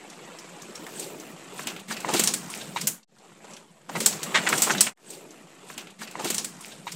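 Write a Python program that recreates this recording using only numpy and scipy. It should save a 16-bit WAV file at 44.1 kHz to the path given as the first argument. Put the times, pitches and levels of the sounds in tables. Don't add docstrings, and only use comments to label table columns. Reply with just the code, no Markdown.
import sys
import numpy as np
from scipy import signal
from scipy.io import wavfile
from scipy.ndimage import uniform_filter1d

SR = 44100
rng = np.random.default_rng(int(sys.argv[2]) if len(sys.argv) > 2 else 0)


def wrap_up_sound(samples):
    columns = np.atleast_2d(samples).T
    tamed = np.clip(columns, -1, 1)
    steps = np.round(tamed * 32767).astype(np.int16)
    wavfile.write(sys.argv[1], SR, steps)


def boost_factor(decibels):
    exponent = np.asarray(decibels, float) / 20
    return 10 ** exponent


N = 306693
CONTACT_REF_DB = -45


def evened(x):
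    return x / np.sqrt(np.mean(x ** 2) + 1e-20)


def read(points, hz):
    f, value = np.transpose(points)
    return np.interp(np.log(hz + 1), np.log(f + 1), value)


def add(mix, start_s, sound):
    part = mix[round(start_s * SR):][:len(sound)]
    part += sound[:len(part)]


def colour(x, db_at):
    hz = abs(np.fft.fftfreq(4096, 1 / SR))
    log_gain = np.log(boost_factor(np.maximum(db_at(hz), -90)))
    response = np.exp(np.conj(signal.hilbert(log_gain)))
    taps = np.fft.ifft(response).real[:2048]
    return signal.oaconvolve(x, taps)[:len(x)]


def cracks(size, per_s, spread_db):
    when, how_big = rng.random((2, size))
    strength = rng.standard_normal(size)
    rarity = -np.log(np.maximum(how_big, .03))
    return strength * (when < per_s / SR) * boost_factor(spread_db * rarity)


def patchy(x, patchy_db, size, bins, frames):
    z = signal.stft(x, nperseg=size)[2]
    patches = rng.standard_normal(z.shape[::-1]).T
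    patches = uniform_filter1d(patches, bins, 0)
    patches = evened(uniform_filter1d(patches, frames, 1))
    return signal.istft(z * boost_factor(patchy_db * patches), nperseg=size)[1][:len(x)]


def level(follows, db, swells):
    # t/s, level/dB
    contact_passes = [
        [(0, -48.5), (0.7, -47), (1.35, -48), (1.72, -41.5), (1.87, -54), (1.93, -44.5), (2.03, -40.5),
         (2.13, -33), (2.4, -46.5), (2.6, -44.5), (2.75, -50), (2.92, -48), (3.0, -54), (3.05, -48)],
        [(3.06, -57), (3.4, -55.5), (3.5, -47.5), (3.66, -60), (3.88, -59.5), (3.92, -43), (4.33, -37.5),
         (4.44, -31), (4.6, -34), (4.77, -37), (4.885, -32.5), (4.91, -31.5)],
    ]
    t = np.arange(N) / SR
    contact_db = np.interp(t, *np.transpose(contact_passes[0] + contact_passes[1]))
    power = boost_factor(2 * (db + follows * (contact_db - CONTACT_REF_DB)))
    for centre_s, swell_db, length_s in swells:
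        power = power + boost_factor(2 * swell_db) * np.exp(-(2.5 * (t - centre_s) / length_s) ** 2)
    return np.sqrt(power)


def tyre_db(hz):
    # f/Hz, relative density/dB
    thud_points = [(30, -37.5), (85, -26), (130, -3), (170, 1), (400, -1.5), (900, -19), (1500, -29.5)]
    # f/Hz, width/Hz, level re thud/dB
    tyre_modes = [(173.5, 35, 9), (215, 20, 10)]
    peaks = sum(boost_factor(2 * db) / (1 + (2 * (hz - f) / width_hz) ** 2) for f, width_hz, db in tyre_modes)
    return read(thud_points, hz) + 10 * np.log10(1 + peaks)


def tyre_rumble():
    # t/s, gain/dB
    deep_points = [(0.198, -3), (1.2, -14.5), (1.6, -1), (2.6, 0.5), (3.1, -2)]
    # t/s, level/dB, length/s
    jolts = [(1.05, -37.5, 0.56), (1.914, -35, 0.034), (2.15, -25.5, 0.033), (2.306, -38.5, 0.12),
             (2.8, -41.5, 0.29), (4.021, -35.5, 0.2), (4.342, -39.5, 0.13), (4.55, -32, 0.1),
             (4.757, -31.5, 0.12)]
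    rumble = colour(patchy(cracks(N, 2000, 0.46), 3.3, size=1024, bins=3, frames=5), tyre_db)
    deep = signal.oaconvolve(rumble, signal.firwin(2001, 270, fs=SR), "same")
    deep_gain = boost_factor(np.interp(np.arange(N) / SR, *np.transpose(deep_points)))
    rumble = rumble + deep * (deep_gain - 1)
    return evened(rumble) * level(0.77, -47.5, jolts)


def grit_patter():
    # f/Hz, relative density/dB
    grit_points = [(180, -26.5), (330, -0.5), (749, -1.5), (1650, -7.5), (2700, -9), (6000, -23),
                   (7800, -11), (13200, -120)]
    grit = patchy(cracks(N, 4000, 0.88), 3.5, size=512, bins=2, frames=5)
    grit = colour(grit, lambda hz: read(grit_points, hz))
    return evened(grit) * level(0.97, CONTACT_REF_DB, [])


def leaf_rustle():
    # f/Hz, relative density/dB
    rustle_points = [(900, -26), (2700, -3.5), (5240, -5.5), (8420, -1.5), (10700, -13.5), (14600, -12),
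                     (15500, -26.5)]
    # t/s, level/dB, length/s
    drifts = [(1.013, -40.5, 0.14), (1.605, -42.5, 0.095), (1.921, -36, 0.052), (2.178, -28.5, 0.1),
              (2.575, -44, 0.26), (2.807, -40.5, 0.11), (4.028, -37, 0.13), (4.564, -28.5, 0.11),
              (4.704, -35, 0.16), (4.863, -26, 0.061)]
    rustle = patchy(cracks(N, 13000, 0.43), 3.3, size=256, bins=16, frames=4)
    rustle = colour(rustle, lambda hz: read(rustle_points, hz))
    return evened(rustle) * level(0.85, -53.5, drifts)


def shards(centre_hz, octaves, sharpness, skirt_db):
    # f/Hz, gain/dB
    port_points = [(300, 9.5), (5000, 3.5), (7800, 8), (11000, -2), (15500, -3.5)]
    ring_hz = centre_hz * 2 ** (octaves * np.r_[0, rng.standard_normal(9)])
    strength = np.r_[1, .35 * rng.random(9)]

    def db_at(hz):
        rings = strength / (1 + (2 * sharpness * (hz[:, None] / ring_hz - 1)) ** 2)
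        falloff = 1 + (hz / centre_hz / 19.0) ** 3 + (centre_hz / (hz + 1) / 4.9) ** 2
        power = rings.sum(1) + boost_factor(2 * skirt_db) / falloff
        low_cut_db = -60 * np.log10(1 + 150 / (hz + 1))
        return 10 * np.log10(power) + read(port_points, hz) + low_cut_db
    return db_at


def snap(db, hz, fizz_db):
    t = np.arange(int(.2 * SR)) / SR
    ring_t60_s, settle_t60_s = 0.042, 0.3
    fracture = cracks(len(t), 15000, 1.4)
    rise = 1 - np.exp(-t / 0.0016)
    fall_db = -60 * t / ring_t60_s
    crack = evened(colour(fracture, shards(hz, 0.79, 12.0, fizz_db - 6))) * boost_factor(1.1 * fall_db)
    ring = evened(colour(fracture, shards(hz, 0.67, 6.5, fizz_db)))
    ring = ring * (.5 * boost_factor(fall_db) + boost_factor(-11.0 - 60 * t / settle_t60_s))
    return boost_factor(db - 9.0) * rise * (crack + ring)


def crunch(db, hz, length_s):
    dull_hz = 8500
    t = np.arange(int(.2 * SR)) / SR
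    u = t / max(length_s, .005) * 3.16
    squeeze = u ** 2 * np.exp(2 * (1 - u)) + 0.56 * (1 - np.exp(-u)) * np.exp(-t / 0.019)
    pieces = shards(hz, 0.45, 3.6, -20)
    clump = cracks(len(t), 5000, 1.5)
    burst = colour(clump, lambda f: pieces(f) - 10 * np.log10(1 + (f / dull_hz) ** 8))
    return boost_factor(db - 7.5) * evened(burst) * squeeze


def struck_tone(db, hz):
    t60_cycles = 10.6
    cycles = np.arange(int(.06 * SR)) / SR * hz
    overtone = np.sin(2 * np.pi * rng.uniform(2.0, 2.1) * cycles)
    ring = np.sin(2 * np.pi * cycles) + .5 * overtone
    return boost_factor(db - 60 * cycles / t60_cycles) * np.minimum(cycles, 1) * ring


def knock(db):
    # f/Hz, level/dB, t60/s
    frame_modes = [(905, 3, 0.019), (2123, -16.5, 0.026), (3574, -8.5, 0.028)]
    t = np.arange(int(.1 * SR)) / SR
    ring = 0
    for hz, mode_db, t60_s in frame_modes:
        struck_hz = hz * rng.uniform(0.96, 1.07)
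        ring = ring + boost_factor(mode_db - 60 * t / t60_s) * np.sin(2 * np.pi * struck_hz * t)
    return boost_factor(db) * (1 - np.exp(-t / 0.00063)) * ring


def ramp(since_s):
    return np.clip(since_s / .16, 0, 1)


def replay(ride, t):
    delay_samples, start_s, replay_db = 181139, 4.957, -6
    again = np.concatenate([np.zeros(delay_samples), ride])[:N]
    return again * boost_factor(replay_db) * ramp(t - start_s)


def scene():
    # t/s, level/dB, centre f/Hz, fizz skirt re ring/dB
    snap_events = [(0.1, -33, 5800, -14), (0.387, -30.5, 5500, -9), (0.493, -40, 7200, -12),
                   (0.62, -31, 6500, -17), (0.7534, -27, 5650, -14), (0.866, -27.5, 1210, -14),
                   (0.996, -20.5, 8500, -35), (1.199, -30.5, 6260, -32), (1.6709, -17, 2740, -9),
                   (1.763, -27, 2480, -19), (1.796, -32, 3600, -8), (1.8823, -31, 2200, -10),
                   (2.003, -28, 7500, 5), (1.9665, -22, 2580, -18), (2.138, -11, 2700, -5),
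                   (2.1943, -6, 6230, 8), (2.2372, -9, 8500, -4), (2.2593, -21, 4200, -14),
                   (2.274, -5.5, 5480, -11), (2.338, -11, 8150, -3), (2.501, -22.5, 9600, -12),
                   (2.548, -26, 2350, -2), (2.612, -26.5, 3700, -21), (2.812, -18, 5130, -5),
                   (2.871, -9.5, 6900, -12), (2.872, -8, 13300, -29), (3.03, -26, 4200, -37),
                   (3.184, -43, 4530, -12), (3.509, -39, 6760, -15), (3.535, -33, 5700, -15),
                   (3.566, -33.5, 3230, -11), (4.0038, -14.5, 4440, 1), (4.0604, -1.5, 7700, -7.5),
                   (4.126, -23.5, 4500, -14), (4.231, -16, 7000, 10), (4.489, -12.5, 8700, 4),
                   (4.578, -14.5, 5450, -2), (4.598, -20, 7440, -25), (4.62, -2, 8250, -6.5),
                   (4.635, -11, 7400, -8), (4.781, -16.5, 3860, -40), (4.8076, 2, 8370, -8),
                   (4.839, -16, 6900, -3.5)]
    # t/s, level/dB, centre f/Hz, length/s
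    crunch_events = [(1.597, -29, 1100, 0.013), (1.675, -29, 2830, 0.056), (1.889, -32, 1900, 0.093),
                     (1.913, -22.5, 1210, 0.016), (2.089, -17.5, 750, 0.028), (2.144, -20.5, 900, 0.028),
                     (2.168, -19, 4100, 0.025), (2.763, -25, 2330, 0.047), (3.446, -37, 560, 0.021),
                     (3.897, -26, 910, 0.015), (3.954, -20.5, 880, 0.037), (4.346, -9.5, 1900, 0.058),
                     (4.352, -26, 2360, 0.049), (4.47, -12, 2100, 0.023), (4.504, -23, 990, 0.011),
                     (4.531, -12, 1500, 0.019), (4.671, -20, 880, 0.031), (4.699, -13, 1400, 0.029),
                     (4.71, -19.5, 5800, 0.04), (4.75, -23.5, 1990, 0.023), (4.868, -14, 2130, 0.033)]
    # t/s, level/dB, f/Hz
    tone_events = [(2.0467, -10.5, 980), (2.139, -15, 290), (2.195, -14.5, 350), (2.5394, -15, 2430),
                   (4.705, -13, 1290), (4.8015, -13, 3000)]
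    # t/s, level/dB
    knock_events = [(2.7615, -16.5), (2.7688, -22.5)]
    # start t/s, end t/s
    pass_fades = [(-1, 3.05), (3.075, 4.937)]
    t = np.arange(N) / SR
    ride = tyre_rumble() + grit_patter() + leaf_rustle()
    for start_s, *row in snap_events:
        add(ride, start_s - .001, snap(*row))
    for start_s, *row in crunch_events:
        add(ride, start_s - .006, crunch(*row))
    for start_s, *row in tone_events:
        add(ride, start_s, struck_tone(*row))
    for start_s, db in knock_events:
        add(ride, start_s, knock(db))
    ride *= sum(ramp(t - start_s) * ramp(end_s - t) for start_s, end_s in pass_fades)
    return (ride + replay(ride, t))[None]


def low_pass(x, edge_hz):
    return signal.oaconvolve(x, signal.firwin(255, edge_hz, window=("kaiser", 7), fs=SR)[None], "same")


def roll_off(x):
    return signal.sosfilt(signal.butter(12, 16970, fs=SR, output="sos"), x)


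def record(dry):
    x = np.clip(dry, -1, 1)
    body = low_pass(x, 12800)
    top = low_pass(x, 15800) - body
    top_db = 10 * np.log10(abs(uniform_filter1d(top ** 2, size=1500)) + 1e-14)
    gate = np.clip((top_db + 66) / 3, 0, 1)
    offset = -.0003
    return roll_off(body + gate * top + offset)


dry = scene()
out = record(dry)
wrap_up_sound(out)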